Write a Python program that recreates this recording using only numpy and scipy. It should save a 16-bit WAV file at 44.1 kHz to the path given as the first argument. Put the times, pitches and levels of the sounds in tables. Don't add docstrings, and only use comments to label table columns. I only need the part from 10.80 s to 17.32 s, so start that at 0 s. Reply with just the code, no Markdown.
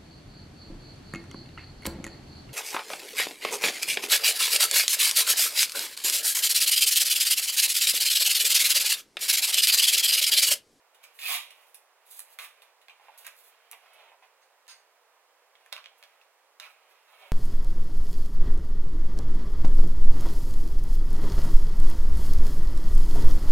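import sys
import numpy as np
from scipy import signal
from scipy.fft import rfft, irfft, next_fast_len
from scipy.io import wavfile
from scipy.ndimage import map_coordinates

SR = 44100
rng = np.random.default_rng(int(sys.argv[2]) if len(sys.argv) > 2 else 0)


def dump(signal):
    limited = np.clip(np.atleast_2d(signal).T, -1, 1)
    pcm = np.round(limited * 32767).astype(np.int16)
    wavfile.write(sys.argv[1], SR, pcm)


N = 287506
TIME = np.arange(N) / SR
BINS = np.fft.rfftfreq(2048, 1 / SR)

# (frequency [Hz], level [dB])
AIR_SPECTRUM = [(15, -81), (25, -45), (149, -52), (236, -31.5), (277, -30), (309, -20.5), (384, -14.5),
                (427, -9.5), (476, -5.5), (962, -4), (1480, -8.5), (1610, -8.5), (2220, -10.5),
                (3520, -15.5), (16000, -25.5)]
CLOTH_SPECTRUM = [(110, -86.5), (180, -57.5), (381, -20), (427, -9.5), (824, -4), (1650, -8), (2450, -3),
                  (5000, -16), (7840, -28), (11000, -17.5), (16000, -25)]
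FINGER_SPECTRUM = [(880, -59), (1500, -15.5), (2020, -18), (3120, -3), (3840, -1.5), (5170, -8), (10000, 0),
                   (10900, 4), (16000, 1)]
TAPE_SPECTRUM = [(120, -103), (200, -73), (278, -71), (394, -42.5), (600, -19), (806, -19.5), (1100, -14),
                 (1560, -15), (1850, -10.5), (2250, -8), (2450, -6), (3150, -9), (3690, -8.5), (4600, -14),
                 (5800, -12.5), (8000, -10.5), (10700, -6.5), (16000, -10.5)]
ROLL_COLOUR = [(400, -6), (650, 1.5), (1000, 4), (1550, -3.5), (2500, -1), (3500, 0.5), (6000, 1)]
CORE_SPECTRUM = [(300, -90), (1200, -46), (2150, -21), (2400, -5), (2530, 1), (2680, -2), (3000, -18.5),
                 (5000, -48)]
PLYWOOD_SPECTRUM = [(200, -56), (400, -24), (650, -2), (830, 0.5), (1050, -1), (1300, -18.5), (2500, -10.5),
                    (5000, -45.5), (9000, -69.5)]
PALM_SPECTRUM = [(200, -55.5), (400, -11.5), (620, 0.5), (1000, -2.5), (1600, -8), (2500, -2), (3700, -7.5),
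                 (5000, -18.5), (8000, -26.5), (11000, -22), (16000, -25.5)]
SCRAPE_SPECTRUM = [(200, -77), (500, -33), (1000, -5), (1380, -6), (1600, 0), (1950, -3.5), (2600, 0.5),
                   (3300, -6.5), (4000, 1.5), (4750, 3), (5700, -7), (6400, 2.5), (7700, -14), (8900, -2),
                   (10200, -11), (12300, -18), (14600, -13), (16000, -28)]
# (time [s], duration [s], level [dB])
SLEEVE_STROKES = [(0.1, 0.53, -65.5), (0.62, 0.29, -65.5), (1.15, 0.49, -68), (1.74, 0.17, -65.5),
                  (2.13, 0.44, -63.5), (2.5, 0.75, -65.5), (3.41, 0.052, -65.5), (4.72, 0.26, -69),
                  (5.1, 0.35, -70), (5.88, 0.42, -67.5)]
FINGER_STROKES = [(0.31, 0.26, -63), (0.73, 0.22, -69.5), (1.25, 0.051, -60), (1.285, 0.115, -53.5),
                  (1.47, 0.084, -62), (2.374, 0.021, -51.5), (2.40, 0.06, -62), (2.52, 0.18, -60),
                  (5.175, 0.032, -69), (5.87, 0.058, -68.5), (6.08, 0.047, -69.5), (6.2, 0.39, -71.5)]
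CORE_STROKES = [(0.436, 0.036, -37.5)]
PALM_STROKES = [(3.05, 0.3, -61), (6.23, 0.35, -61.5), (6.41, 0.056, -61.5)]
SCRAPE_STROKES = [(3.617, 0.03, -68), (3.879, 0.063, -52.5)]
# (time [s], level [dB], body gain [dB], fizz gain [dB], centre frequency [Hz])
PAPER_CRINKLES = [(0.1456, -49, 1, -2, 3600), (0.2305, -42.5, -8, -9, 11100),
                  (0.2374, -36.5, -3.5, -4.5, 1900), (0.391, -34.5, 0, -6, 1750),
                  (0.7052, -38.5, 1, -5, 2200), (0.9443, -40.5, -5, 2, 10700), (1.3104, -51, -7, 6, 11000),
                  (1.334, -49, -7, 4, 10000), (1.3885, -42.5, -3, 5, 10900), (1.4005, -45.5, -6, 5, 12000),
                  (1.8203, -44.5, -2, -3.5, 2120), (2.0138, -47, 3, -7.5, 2560),
                  (2.0950, -40, 7.5, -15, 2800), (2.4458, -36, 2, -7.5, 1700), (2.463, -32, 6.5, -8, 1500),
                  (2.9150, -46.5, -2, -1, 12500), (2.9200, -40.5, 3, -7, 2400),
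                  (3.0589, -48, 14, -25, 2590), (3.1324, -53.5, -4, 1.5, 11000),
                  (3.4246, -51.5, 16.5, -29, 2500), (5.2350, -43.5, 6, -11, 2000),
                  (5.4125, -50.5, 9, -11, 4600)]
TAPE_SNAPS = [(0.39, -33.5, -6, -13, 2110), (0.7065, -42, -3, -8, 2400), (0.9454, -42, -6, 0, 10500),
              (1.3116, -47, -8, 5, 11100), (1.3935, -33, 1.5, 3.5, 10000), (1.4035, -37.5, -8, 3, 11700),
              (1.5884, -27.5, 0.5, -6, 1880), (1.593, -31.5, 1, -9, 3000), (1.5979, -31.5, 2, -21, 2000),
              (1.8205, -41, 1.5, -9, 2290), (2.0839, -36, 0.5, -14.5, 2900), (2.4668, -35.5, 3, 3, 10600),
              (2.478, -39, -2, 0, 1900), (2.9140, -35.5, -2, 2.5, 11500), (2.923, -44, -2, 3, 13200),
              (2.9312, -34.5, 7, -19, 2400), (3.868, -50, -1, -11, 1900), (3.8803, -45.5, -2, -0.5, 7000),
              (4.754, -45, 4, -22, 2700), (4.8619, -45.5, 7, -5, 2000), (4.924, -36, 0, -23, 2290),
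              (4.927, -22, 2.5, -8.5, 4600), (4.931, -31, 4, -17, 3700), (4.9365, -32.5, 6, -19, 3400),
              (4.965, -29.5, 1, -22, 2500), (4.9785, -33, 4.5, -26, 2000), (5.0422, -35.5, -6, -20, 2780),
              (5.0590, -31, 1.5, -24, 2680), (5.2274, -38.5, 3.5, -9.5, 3420), (5.2377, -40.5, 5, -9, 4020),
              (5.7998, -28, -1.5, -8.5, 4650)]
# (time [s], peeling effort [dB], body level [dB])
PULL_CURVE = [(0.392, -52, -76), (0.43, -46.5, -58), (0.475, -39, -55), (0.493, -36.5, -41),
              (0.539, -35, -49.5), (0.58, -48.5, -56.5)]
# (time [s], duration [s], paper level [dB], body level [dB], fizz level [dB],
# opening burst [dB], strip resonance [Hz], resonance height [dB])
TAPE_RIPS = [(1.587, 0.065, -51.5, -57, -48, 5.5, 2180, 1.5), (4.93, 0.055, -59, -57.5, -63, 2.5, 3300, 0),
             (5.806, 0.059, -51.5, -55, -61, 0.5, 2550, 6)]
# (time [s], pitch [Hz], half-width [s], level [dB])
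TAPE_SQUEAKS = [(2.085, 2720, 0.0007, -51), (5.415, 2750, 0.0017, -53)]
# (time [s], level [dB])
KNUCKLE_BLOWS = [(2.086, -16.5), (2.198, -16.5), (2.284, -7.5), (2.295, -20), (2.93, -11), (3.318, -15),
                 (3.425, -19)]
# (frequency [Hz], correlation [-1 to 1])
AIR_COHERENCE = [(100, 0.71), (300, 0.99), (1000, 0.91), (2400, 0.55), (3800, -0.42), (6000, -0.54),
                 (15000, 0.43)]
ROOM_COHERENCE = [(300, 1), (900, .94), (2300, .7), (3100, 0.15), (4200, -0.72), (5300, -0.55),
                  (6500, 0.27), (15000, -0.42)]
# (frequency [Hz], phase lead of the left [rad])
LEFT_LEAD = [(2600, 0.58), (3400, 4.9), (5200, 3.94), (6300, 5.4), (10000, 5.15), (16000, 4.7)]
# (frequency [Hz], reverberation time [s])
ROOM_T60 = [(300, 0.37), (1000, 0.39), (2500, 0.41), (6000, 0.33), (15000, 0.26)]


def amp(db):
    return 10 ** (np.asarray(db) / 20)


def unit(x):
    return x / np.sqrt(np.mean(x ** 2) + 1e-20)


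def along(points, hz):
    freqs, values = np.transpose(points)
    return np.interp(np.log(hz + 1), np.log(freqs + 1), values)


def wobble(rate):
    return map_coordinates(rng.standard_normal(int(N * rate / SR) + 4), [TIME * rate])


def filtered(x, response):
    size = next_fast_len(x.shape[-1] + 8192)
    return irfft(rfft(x, size) * response(np.fft.rfftfreq(size, 1 / SR)), size)[..., :x.shape[-1]]


def ring(gain):
    cepstrum = irfft(np.log(np.maximum(gain / gain.max(), 1e-6)))
    half = len(cepstrum) // 2
    cepstrum[1:half] *= 2
    cepstrum[half + 1:] = 0
    return gain.max() * irfft(np.exp(rfft(cepstrum)))


def resonance(centre_hz, db, octaves):
    return db * np.exp(-(np.log2((BINS + 1) / centre_hz) / octaves) ** 2)


def pops(rate, spread_db):
    size = amp(spread_db * rng.standard_normal(N).clip(-2.5, 2.5))
    return unit((rng.random(N) < rate / SR) * size * rng.choice([-1, 1], N))


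def spaced(pair, coherence):
    def weights(hz):
        angle = np.arccos(np.clip(along(coherence, hz), -.99, .99)) / 2
        return np.array([np.cos(angle), np.sin(angle)])
    mid, side = filtered(pair, weights)
    return np.array([mid + side, mid - side])


def ventilation(level_db=-64.8):
    noise = spaced(rng.standard_normal((2, N)), AIR_COHERENCE)
    return amp(level_db) * unit(filtered(noise, lambda hz: amp(along(AIR_SPECTRUM, hz))))


def stroke(start, length, rise, fall):
    progress = (TIME - start) / length
    return np.sin(np.pi / 2 * np.minimum(progress / rise, (1 - progress) / fall).clip(0, 1))


def friction(strokes, spectrum, rate, spread_db, catch_db, rise, fall):
    grains = pops(rate, spread_db) * amp(catch_db * np.tanh(wobble(45)))
    rubbing = signal.fftconvolve(grains, ring(amp(along(spectrum, BINS))))[:N]
    return unit(rubbing) * sum(amp(db) * stroke(s, length, rise, fall) for s, length, db in strokes)


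def sleeves():
    return friction(SLEEVE_STROKES, CLOTH_SPECTRUM, rate=2500, spread_db=1.5, catch_db=3,
                    rise=0.38, fall=0.37)


def tape_bands(tint_db=0, low_hz=1550, high_hz=5000):
    below = lambda edge: 1 / (1 + (BINS / edge) ** 8)
    shares = [below(high_hz) - below(low_hz), below(low_hz), 1 - below(high_hz)]
    colour = amp(along(TAPE_SPECTRUM, BINS) + tint_db)
    return np.array([unit(colour * np.sqrt(np.abs(share))) for share in shares])


def buckles(events, release, rise_s, t60, paper_db, fizz_db, focus_db, octaves):
    t = np.arange(SR // 10) / SR
    envelope = (1 - np.exp(-t / rise_s)) * amp(-60 * t / t60)
    bands = tape_bands()
    sound = np.zeros(N + SR)
    for s, db, body_db, high_db, centre_hz in events:
        force = rng.standard_normal(len(t)) * rng.random(len(t)) ** 2 * envelope
        force[0] = release * np.linalg.norm(force)
        colour = np.sqrt(amp([paper_db, body_db, fizz_db + high_db]) ** 2 @ bands ** 2)
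        patch = amp(resonance(centre_hz, focus_db, octaves))
        colour = unit(colour * patch) * np.sqrt(np.mean(colour ** 2))
        buckle = amp(db) * signal.fftconvolve(force / np.linalg.norm(force), ring(colour))
        sound[round(s * SR):][:len(buckle)] += buckle
    return sound[:N]


def crinkles():
    return buckles(PAPER_CRINKLES, release=0.13, rise_s=0.0026, t60=0.024,
                   paper_db=11.5, fizz_db=16.5, focus_db=5.5, octaves=0.45)


def fingers():
    return friction(FINGER_STROKES, FINGER_SPECTRUM, rate=1800, spread_db=6, catch_db=4,
                    rise=0.3, fall=0.13)


def snaps(rebound_s=0.011, rebound_db=-17.5):
    rebounds = [(s + rebound_s, db + rebound_db, *colour) for s, db, *colour in TAPE_SNAPS]
    return buckles(TAPE_SNAPS + rebounds, release=1.25, rise_s=0.00022, t60=0.0058,
                   paper_db=7.5, fizz_db=12, focus_db=6.5, octaves=0.7)


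def glue_threads(rate, spread_db, judder_db, judder_rate, ratchet_db, ratchet_hz):
    slips = np.cos(2 * np.pi * (ratchet_hz * TIME + 0.29 * wobble(50)))
    return pops(rate, spread_db) * unit(amp(judder_db * wobble(judder_rate) + ratchet_db * slips))


def held(start, end, stop_s=0.0032):
    return (TIME >= start) * np.exp(-(TIME - end).clip(0) / stop_s)


def peel(glue, gains, tint_db):
    bands = tape_bands(tint_db)
    return sum(signal.oaconvolve(glue * gain, ring(band))[:N] for gain, band in zip(gains, bands))


def unrolling():
    glue = glue_threads(rate=9000, spread_db=1.5, judder_db=1.5, judder_rate=300,
                        ratchet_db=4, ratchet_hz=116)
    times, efforts, bodies = np.transpose(PULL_CURVE)
    effort_db = np.interp(TIME, times, efforts)
    shortfall_db = np.minimum(effort_db - efforts.max() + 3, 0)
    paper_db = efforts.max() + 1.4 + 0.96 * shortfall_db
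    body_db = np.interp(TIME, times, bodies)
    fizz_db = effort_db + 4.5
    gains = amp([paper_db, body_db, fizz_db]) * held(times[0], times[-1])
    return peel(glue, gains, along(ROLL_COLOUR, BINS))


def roll_core():
    return friction(CORE_STROKES, CORE_SPECTRUM, rate=8000, spread_db=-1, catch_db=4.8,
                    rise=0.3, fall=0.26)


def rips(settle_s=0.04):
    glue = glue_threads(rate=6000, spread_db=2, judder_db=2.5, judder_rate=420,
                        ratchet_db=4.5, ratchet_hz=214)
    sound = np.zeros(N)
    for s, length, paper_db, body_db, fizz_db, burst_db, strip_hz, strip_db in TAPE_RIPS:
        run = held(s, s + length)
        burst = run * amp(burst_db * np.exp(-(TIME - s).clip(0) / settle_s))
        gains = [amp(paper_db) * burst, amp(body_db) * burst, amp(fizz_db) * run]
        sound += peel(glue, gains, resonance(strip_hz, strip_db, octaves=0.19))
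    return sound


def squeaks(jitter=0.041):
    clock = TIME + jitter * np.cumsum(wobble(700)) / SR
    return sum(amp(db) * np.exp(-((TIME - s) / width) ** 2) * np.sin(2 * np.pi * hz * clock)
               for s, hz, width, db in TAPE_SQUEAKS)


def knocks():
    blows = np.zeros(N)
    for s, db in KNUCKLE_BLOWS:
        blows[round(s * SR)] = amp(db)
    return signal.oaconvolve(blows, ring(amp(along(PLYWOOD_SPECTRUM, BINS))))[:N]


def palm():
    return friction(PALM_STROKES, PALM_SPECTRUM, rate=6000, spread_db=2, catch_db=3.5,
                    rise=0.34, fall=0.44)


def scrapes():
    return friction(SCRAPE_STROKES, SCRAPE_SPECTRUM, rate=9000, spread_db=2, catch_db=4.5,
                    rise=0.023, fall=0.57)


def direct(x, floor_db=-10, floor_delay_s=0.0039, wander_s=0.0002):
    bounce = map_coordinates(x, [(TIME - floor_delay_s - wander_s * wobble(4)) * SR])
    phase_shift = lambda hz: np.exp(.5j * along(LEFT_LEAD, hz) * np.array([[1], [-1]]))
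    return filtered(x + amp(floor_db) * bounce, phase_shift)


def room(x, early_db=3, early_t60=0.12, build_s=0.0025, steps=32):
    out = np.zeros((2, N + 2 * SR))
    hop = N // steps
    for k in range(steps + 1):
        start = max(k - 1, 0) * hop
        offset = np.arange(N)[start:(k + 1) * hop] - k * hop
        crossfade = np.cos(np.pi / 2 * np.clip(offset / hop, -1, 1))
        segment = x[start:][:len(crossfade)] * crossfade
        hz, t, noise = signal.stft(rng.standard_normal((2, SR // 3)), SR, nperseg=256)
        tail = signal.istft(noise * amp(-60 * t / along(ROOM_T60, hz)[:, None]), SR, nperseg=256)[1]
        age = np.arange(tail.shape[1]) / SR
        onset = 1 - np.exp(-age / build_s)
        early = 1 + amp(early_db - 60 * age / early_t60)
        tail = spaced(tail * onset * early, ROOM_COHERENCE)
        wet = signal.fftconvolve(segment[None], tail / np.linalg.norm(tail[0]), axes=1)
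        out[:, start:start + wet.shape[1]] += wet
    return out[:, :N]


def scene():
    air = ventilation()
    soft = amp(-1) * sleeves() + crinkles() + amp(0.5) * fingers()
    soft += unrolling() + roll_core() + rips() + knocks() + palm()
    sharp = snaps() + squeaks()
    scraping = scrapes()
    near = direct(amp(2.5) * sharp + amp(-2.5) * soft + amp(-8) * scraping)
    reverb = room(amp(-2.2) * sharp + amp(0.44) * soft + amp(1) * scraping)
    return (near + reverb) * amp([[-2.4], [2.2]]) + air * amp([[-2.1], [2]])


def record(dry, top_hz=16100):
    return filtered(dry, lambda hz: 1 / (1 + (hz / top_hz) ** 160))


dry = scene()
out = record(dry)
dump(out)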